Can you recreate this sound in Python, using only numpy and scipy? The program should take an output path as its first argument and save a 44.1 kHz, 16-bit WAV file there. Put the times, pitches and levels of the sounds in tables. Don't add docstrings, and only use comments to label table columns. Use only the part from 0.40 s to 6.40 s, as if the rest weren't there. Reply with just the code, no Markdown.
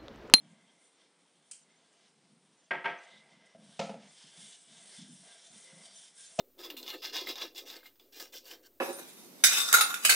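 import sys
import numpy as np
from scipy import signal
from scipy.fft import rfft, irfft
from scipy.io import wavfile
from scipy.ndimage import uniform_filter1d

SR = 44100
rng = np.random.default_rng(int(sys.argv[2]) if len(sys.argv) > 2 else 0)


def master(y):
    cut = np.clip(np.atleast_2d(y).T, -1, 1)
    pcm = np.round(cut * 32767)
    wavfile.write(sys.argv[1], SR, pcm.astype(np.int16))


def to_linear_factor(level_db):
    exponent = np.asarray(level_db, float) / 20
    return 10 ** exponent


N = 264600
TIME = np.arange(N) / SR
SLOW = TIME[::64]


def colour(x, points):
    hz, db = np.transpose(points)
    f = np.maximum(np.fft.rfftfreq(x.shape[-1], 1 / SR), 1)
    gain = to_linear_factor(np.interp(np.log(f), np.log(hz), db, left=-90, right=-90))
    return irfft(rfft(x) * gain, x.shape[-1])


def unit(x):
    return x / np.sqrt(np.mean(x ** 2))


def peaks(x, table):
    out = 0
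    for k, (hz, width, db) in enumerate(table):
        b, a = signal.iirpeak(hz, hz / width, SR)
        out = out + (-1) ** k * to_linear_factor(db) * signal.lfilter(b, a, x)
    return out


def walk(rate):
    k = int(SR / rate)
    steps = np.repeat(rng.standard_normal(N // k + 1), k)
    return unit(uniform_filter1d(uniform_filter1d(steps, k), k)[:N])


def catches(rate, spread_db):
    on = rng.random(N) < rate / SR
    return unit(on * rng.standard_normal(N) * to_linear_factor(spread_db * rng.exponential(size=N)))


# start in seconds, length in seconds,
# fibre hiss in dB, brightness in dB, board hum in dB.
HANDLING = [(-.1, 0.5, -80.5, -7, -70.5), (.38, .13, -75.5, 1.5, -75.5), (0.567, 0.12, -72, -18, -72),
            (1.01, 0.18, -78, -2.5, -77), (1.244, 0.4, -75.5, -13, -77), (1.55, 0.18, -68.5, -12, -76),
            (1.797, .14, -77.5, -3, -82.5), (2.153, 0.22, -78.5, -15, -76.5),
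            (2.543, 0.31, -68.5, -9.5, -63.5), (2.787, 0.24, -73.5, -8, -67.5),
            (2.985, 0.19, -71, -16, -68.5), (3.168, 0.45, -65.5, -2, -68)]
# start in seconds, length in seconds, fibre hiss in dB,
# brightness in dB, board hum in dB.
STROKES = [(3.559, 0.21, -67.5, -11.5, -65), (3.737, 0.21, -60.5, -7.5, -68.5),
           (3.912, 0.29, -58.5, -0.5, -67), (4.282, 0.29, -61, -3, -67.5), (4.444, 0.26, -59.5, -4.5, -66),
           (4.516, 0.088, -61.5, 2.5, -79), (4.613, 0.27, -68, 4, -76), (4.818, 0.21, -59.5, -3.5, -66),
           (4.967, 0.16, -60, -3.5, -72), (5.101, 0.23, -61.5, 0, -66.5), (5.264, 0.15, -65.5, -11, -66.5),
           (5.365, 0.19, -61.5, -0.5, -65.5), (5.484, 0.23, -60, 0, -70.5), (5.736, 0.2, -58, 1, -72.5),
           (5.887, 0.14, -62.5, 4.5, -68)]
START, LENGTH, HISS_DB, BRIGHT_DB, HUM_DB = np.transpose(HANDLING + STROKES)
CONTACT_S, ROUNDNESS = 3.6, 0.7


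def swells(db, peak, idle_db, contact_db):
    u = np.clip((SLOW - START[:, None]) / LENGTH[:, None], 0, 1)
    u = u ** (np.log(.5) / np.log(peak))
    shape = np.abs(np.sin(np.pi * u)) ** (2 * ROUNDNESS) * (u < 1)
    power = np.sum(to_linear_factor(2 * db)[:, None] * shape, axis=0)
    touch = np.clip((SLOW - CONTACT_S) / 0.13, 0, 1)
    power = power + to_linear_factor(2 * idle_db) + touch * to_linear_factor(2 * contact_db)
    return np.interp(TIME, SLOW, np.sqrt(power))


def moving_echoes(x, places, ms, depth_db):
    t = TIME[:SR // 20]
    out, power = 0, 0
    for _ in range(places):
        weight = to_linear_factor(depth_db * walk(5))
        echoes = rng.standard_normal(len(t)) * np.exp(-t * 1000 / ms)
        out = out + weight * unit(signal.fftconvolve(x, echoes[None], axes=1)[:, :N])
        power = power + weight ** 2
        x = np.roll(x, SR // 2, axis=1)
    return out / np.sqrt(power)


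def patchy(x, depth_db, rate):
    edges = 1200 * 2 ** np.arange(0, 3.4, 1 / 3)
    out = 0
    for lo, hi in zip(edges, edges[1:]):
        out = out + colour(x, [(lo, 0), (hi, 0)]) * to_linear_factor(depth_db * walk(rate))
    return out


# frequency in Hz, level in dB per Hz.
FIBRES = [(1350, -11.5), (2300, -6.5), (2440, -10), (3180, 2), (3740, -2), (4840, -1), (6860, -3),
          (9240, 2), (9920, -3.5), (10800, -26), (14000, -46), (22000, -120)]


def fibre_hiss():
    low = swells(HISS_DB, peak=0.51, idle_db=-80.5, contact_db=-66)
    high = swells(HISS_DB + BRIGHT_DB, peak=0.51, idle_db=-80.5, contact_db=-66)
    slips = np.array([catches(9000, spread_db=2.5), catches(7600, spread_db=3.0)])
    fibres = moving_echoes(colour(slips, FIBRES), 4, ms=12., depth_db=6.)
    fibres = patchy(fibres, depth_db=1.2, rate=14)
    split = signal.butter(4, 6500, fs=SR, output="sos")
    dull = signal.sosfiltfilt(split, fibres)
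    bright = unit(fibres - dull) * high * to_linear_factor(1.56 * walk(25))
    return unit(dull) * low * to_linear_factor(1.23 * walk(32)) + bright


# frequency in Hz, width in Hz, level in dB.
HUM = [(572, 23, -19), (670, 52, 8), (920, 39, -3.5), (1600, 25, 6), (2050, 92, 3), (2280, 43, -2.5),
       (3190, 260, 0.5), (4700, 100, -7.5)]


def board_hum():
    grain = catches(5000, spread_db=0.0)
    modes = sum(peaks(grain, [mode]) * to_linear_factor(3 * walk(8)) for mode in HUM)
    broad = colour(grain, [(350, -2.0), (500, -3.5), (2400, -8.5), (3000, -10)])
    hum = unit(unit(modes) + to_linear_factor(1) * unit(broad))
    return hum * swells(HUM_DB, peak=0.34, idle_db=-81, contact_db=-75.5)


# start in seconds, level in dB, hold in seconds, t60 in seconds.
LURCHES = [(-.02, -58, 0.053, 0.53), (.1, -62.5, 0.028, 0.46), (1.2, -78.5, 0.21, .5),
           (1.908, -67, .03, 0.36), (2.712, -70, 0.044, 0.47), (2.914, -67, 0.031, 0.9),
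           (3.142, -62.5, 0.066, .8), (3.214, -62.5, .06, .5), (3.5, -54.5, 0.084, 0.18),
           (3.628, -64.5, 0.044, .3), (3.833, -64, 0.028, 0.34), (3.965, -64, .08, 0.33),
           (4.266, -66.5, .15, 0.55), (4.577, -53.5, 0.053, .4), (4.67, -56.5, 0.055, 0.48),
           (4.81, -66.5, 0.045, 0.093), (5.098, -65.5, 0.087, 0.34), (5.32, -63.5, 0.032, 0.72)]


def lurches():
    s, db, hold, t60 = np.transpose(LURCHES)[:, :, None]
    age = SLOW - s
    rise = np.clip(age / 0.013, 0, 1)
    shape = rise * to_linear_factor(db - 60 * np.maximum(age - hold, 0) / t60)
    power = np.interp(TIME, SLOW, np.sum(shape ** 2, axis=0))
    return np.sqrt(power + to_linear_factor(2 * (-82 + 4.2 * walk(5.4))))


# frequency in Hz, width in Hz, level in dB.
FEET = [(164.8, 32, 1), (212, 29.3, 4.5), (241.4, 70.5, -2)]


def judder():
    slips = colour(catches(900, spread_db=1.5), [(40, -33), (90, -16.0), (140, 0), (300, -0.5), (420, -19)])
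    return unit(peaks(slips, FEET)) * lurches()


# start in seconds,
# length in seconds, frequency in Hz, level in dB.
STREAKS = [(0, 0.59, 2070, -77), (.092, .11, 670, -75), (0.257, .069, 3200, -71.5),
           (1.243, 0.17, 2050, -76.5), (2.578, 0.32, 2050, -64.5), (2.849, .35, 2050, -70),
           (3.723, 0.23, 3080, -69.5), (3.885, 0.07, 1600, -70.5), (3.95, .19, 2130, -72),
           (4.298, 0.23, 668, -73), (4.349, 0.13, 2050, -72), (4.496, 0.27, 3060, -72),
           (4.821, 0.18, 673, -67), (4.844, 0.15, 1600, -67), (4.874, .18, 2280, -79),
           (5.037, 0.11, 670, -69), (5.105, 0.44, 2050, -67), (5.219, 0.23, 531, -69.5),
           (5.4, 0.18, 4700, -65), (2.577, 0.027, 6100, -65.5), (5.746, 0.13, 1600, -68.5)]
# start in seconds, length in seconds, frequency in Hz,
# width in Hz, level in dB.
SCUFFS = [
    (2.659, .18, 3490, 890, -64),
    (5.561, 0.1, 3200, 400, -65),
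]


def streaks():
    out = np.zeros(N + SR)
    mode_hz, mode_width = np.transpose(HUM)[:2]
    sung = [(s, length, hz, 1.78 * np.interp(hz, mode_hz, mode_width), db) for s, length, hz, db in STREAKS]
    for s, length, hz, width, db in sung + SCUFFS:
        noise = rng.standard_normal(SR)[:int(length * SR)]
        mode = [(hz, width, 0)]
        tone = unit(peaks(peaks(noise, mode), mode))
        out[int(s * SR):][:len(tone)] += to_linear_factor(db) * tone * np.hanning(len(tone)) ** .5
    return out[:N]


def rubbing():
    board = board_hum() + judder() + streaks()
    return fibre_hiss() + np.array([board, 0 * board])


# frequency in Hz, level in dB per Hz.
AIR = [(41, -66), (70, -30), (140, -26), (238, -4.5), (281, -3.5), (519, -4), (682, -12.5), (807, -7.5),
       (1580, -13.5), (4180, -14), (7080, -22.5), (9310, -15.5), (10800, -46), (14000, -61), (22000, -120)]
AIR_DB = -69


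def air():
    return unit(colour(rng.standard_normal((2, N)), AIR)) * to_linear_factor(AIR_DB - 2.5 + 0.35 * walk(2.3))


def click(points):
    hz, db = np.transpose(points)
    f = np.maximum(np.fft.rfftfreq(2048, 1 / SR), 20)
    cepstrum = irfft(np.interp(np.log(f), np.log(hz), db) * np.log(10) / 20)
    cepstrum[1:1024] *= 2
    pulse = irfft(np.exp(rfft(cepstrum[:1025], 2048)))
    return pulse / np.abs(pulse).max()


def knocks(events, crack, modes, gain_db):
    out, t = np.zeros((2, N + SR)), TIME[:SR // 4]
    hz, db, t60 = np.transpose(modes)[:, :, None]
    vary = rng.standard_normal((len(events), len(modes), 1))
    for (s, peak_db, soft_db, direct_db), v in zip(events, vary):
        decay = to_linear_factor(db + 1.5 * v - 60 * t / t60)
        blow = np.sum(decay * np.sin(2 * np.pi * hz * t), axis=0)
        blow[:2048] += click([(f, d - soft_db * np.log2(f / 1000)) for f, d in crack])
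        at = int(s * SR)
        out[:, at:at + len(t)] += to_linear_factor(peak_db + gain_db + np.array([[0], [direct_db]])) * blow
    return out[:, :N]


def long_rings(events, modes):
    out, t = np.zeros(N + SR), TIME[:SR]
    hz, db, t60 = np.transpose(modes)[:, :, None]
    vary = rng.standard_normal((len(events), 2, len(modes), 1))
    for (s, peak_db, *_), (size, phase) in zip(events, vary):
        decay = to_linear_factor(db + 2 * size - 60 * t / t60)
        ring = np.sum(decay * np.sin(2 * np.pi * hz * t + 3 * phase), axis=0)
        out[int(s * SR):][:SR] += to_linear_factor(peak_db + 21.0) * ring * (1 - np.exp(-t / 0.0029))
    return np.array([out[:N], 0 * TIME])


# frequency in Hz, t60 in seconds.
ROOM_T60 = [(150, 0.31), (400, 0.6), (1000, 0.53), (2800, 0.52), (7000, 0.57), (10000, 0.43)]
NEAR_MS, FAR_MS, FAR_DB = 13, 16.5, -4.5


def room(t60_scale):
    t = TIME[:SR]
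    ms = t * 1000
    hz, t60 = np.transpose(ROOM_T60)
    tail = 0
    for centre in 100 * 2 ** np.arange(0, 7.5, .5):
        edges = [centre / 2 ** .25, centre * 2 ** .25]
        sos = signal.butter(2, edges, "band", fs=SR, output="sos")
        band = signal.sosfilt(sos, rng.standard_normal((2, SR)))
        band_t60 = t60_scale * np.interp(np.log(centre), np.log(hz), t60)
        tail = tail + band * to_linear_factor(-60 * t / band_t60)
    near = np.clip(ms / 0.46, 0, 1) / (1 + (ms / NEAR_MS) ** 8)
    far = to_linear_factor(FAR_DB) / (1 + np.exp(np.clip(FAR_MS - ms, -30, 30)))
    response = tail * (near + far)
    return response / np.sqrt(np.sum(response[0] ** 2))


def in_room(blows, t60_scale):
    wet = signal.fftconvolve(blows[:1], room(t60_scale), axes=1)[:, :N]
    wet = signal.sosfilt(signal.butter(4, 132, "high", fs=SR, output="sos"), wet)
    both = wet + np.array([blows[1], 0 * blows[1]])
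    return signal.sosfilt(signal.butter(3, 120, "high", fs=SR, output="sos"), both)


# start in seconds, peak in dB, softness in dB per octave, direct share in dB.
SNAPS = [
    (0.5994, -77, 1.1, -16),
    (1.1122, -37.5, 0.6, -17),
    (1.5913, -70, 6, -16),
    (3.058, -66, -3, -15),
]
# frequency in Hz, level in dB per Hz.
SNAP_CRACK = [(880, -37), (1500, -23), (1710, -31), (1770, -30), (2270, -18.5), (7140, -7), (8350, -1.5),
              (9610, -3), (10800, -26), (14000, -50), (22000, -120)]
# frequency in Hz, level in dB, t60 in seconds.
SNAP_MODES = [(3200, -18, 0.0072)]


def cloth_snaps():
    return in_room(knocks(SNAPS, SNAP_CRACK, SNAP_MODES, gain_db=13), 0.59)


# start in seconds, peak in dB, softness in dB per octave, direct share in dB.
JAR_HITS = [
    (2.308, -23.5, 1, -14),
    (2.442, -31, -0.46, -33),
    (2.448, -36, 0.37, 2),
    (2.454, -24, -0.46, -28),
]
# frequency in Hz, level in dB per Hz.
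JAR_CRACK = [(76, -41), (150, -1.5), (290, -30), (380, -5), (700, -4.5), (914, -0.5), (1080, -5.5),
             (1300, -5), (2030, 1), (2700, -6.5), (3450, -11), (3900, -25), (5300, -28.5), (6500, -36.5),
             (11000, -78)]
# frequency in Hz, level in dB, t60 in seconds.
JAR_MODES = [(390, -21.5, 0.031), (727, -24, 0.056), (930, -14, 0.03), (1320, -17, 0.039),
             (1610, -15.5, 0.066), (1895, -17.5, 0.045)]
# frequency in Hz, level in dB, t60 in seconds.
JAR_RINGS = [(369, -43.5, 0.42), (402, -43.5, 0.28), (525, -49, 0.64), (703, -38.5, 0.45), (921, -29.5, 0.2),
             (1302, -38, 0.21), (1573, -40, 0.13), (1843, -40, .2), (1993, -36, 0.21), (2090, -39, 0.17),
             (2215, -33, 0.17)]


def jar_bounce():
    jar = knocks(JAR_HITS, JAR_CRACK, JAR_MODES, gain_db=7)
    return in_room(jar, 0.85) + long_rings(JAR_HITS, JAR_RINGS)


# start in seconds, peak in dB, softness in dB per octave, direct share in dB.
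TAPS = [
    (3.149, -48.5, 0.5, 0),
    (3.299, -62, .4, -2),
    (5.983, -36, .4, -11),
    (5.989, -22, .4, -2),
]
# frequency in Hz, level in dB per Hz.
TAP_CRACK = [(150, -30), (400, -17.5), (650, 6), (850, -25), (1400, -20), (8000, -46)]
# frequency in Hz, level in dB, t60 in seconds.
TAP_MODES = [(585, -19, .04), (670, -13, 0.021)]
# start in seconds, peak in dB, softness in dB per octave, direct share in dB.
BOARD_HITS = [
    (3.393, -24, 0.7, -11.5),
    (3.494, -39, 3.5, -4),
    (3.543, -52.5, 4.5, 4),
    (5.9893, -18, -0.5, -18),
]
# frequency in Hz, level in dB per Hz.
BOARD_CRACK = [(76, -65.5), (140, -28.5), (215, 4), (350, -25), (450, -7), (600, -2), (690, -0.5),
               (950, -7), (1110, -22), (1300, -9), (1500, -18.5), (2330, -12), (7050, -22), (11000, -45.5)]
# frequency in Hz, level in dB, t60 in seconds.
BOARD_MODES = [(160, -38, .08), (205, -38, 0.065), (483, -30.5, 0.075), (558, -25.5, 0.071),
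               (684, -17.5, 0.039), (1320, -26.5, 0.03), (2270, -57, 0.077)]
# frequency in Hz, level in dB, t60 in seconds.
BOARD_RINGS = [(163.2, -40, 0.47), (204.2, -32, 0.35), (471, -42.5, 0.31), (547, -36.5, 0.29),
               (688, -33.5, 0.22), (747, -47, 0.18), (856, -36.5, 0.14)]


def board_knocks():
    board = knocks(BOARD_HITS, BOARD_CRACK, BOARD_MODES, gain_db=10.0)
    taps = knocks(TAPS, TAP_CRACK, TAP_MODES, gain_db=-2.0)
    return in_room(board + taps, 0.68) + long_rings(BOARD_HITS, BOARD_RINGS)


# low edge in Hz, high edge in Hz, share of time from 0 to 1,
# side minus mid in dB.
WIDTH = [(4160, 4140, .07, -6), (5020, 5600, .08, -12), (5570, 6200, .2, -8.5), (6100, 6900, 0, 5),
         (7020, 7600, .35, -3.5), (7600, 8300, 0.3, -5.5), (8030, 9240, 0.3, -6), (9000, 9800, 0.5, -9),
         (9800, 8700, 0, -8)]
FRAME, GRID = 1024, 496


def flicker(side):
    out, frames = 0, N // FRAME + 2
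    luck = rng.random((len(WIDTH), frames)) + .5 * (rng.random(frames) - .5)
    for (lo, hi, share, db), now, above in zip(WIDTH, luck, np.roll(luck, -1, axis=0)):
        on = np.minimum(now, above + .12) < share
        gate = uniform_filter1d(np.repeat(1. * on, FRAME), FRAME // 2)[FRAME - GRID:][:N]
        out = out + gate * colour(side, [(lo, db), (hi, db)])
    return out


def scene():
    near = rubbing() + cloth_snaps() + jar_bounce() + board_knocks()
    loud = uniform_filter1d(near[0] ** 2, SR // 8) / to_linear_factor(2 * AIR_DB)
    mid, side = near + air() * (1 + np.abs(loud)) ** -.2
    side = flicker(side)
    return np.array([mid + side, mid - side])


def top_cut(x):
    return signal.sosfilt(signal.butter(12, 10940, fs=SR, output="sos"), x)


def record(dry):
    low_pass = signal.ellip(8, .2, 60, 10900, fs=SR, output="sos")
    return top_cut(signal.sosfilt(low_pass, dry))


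dry = scene()
out = record(dry)
master(out)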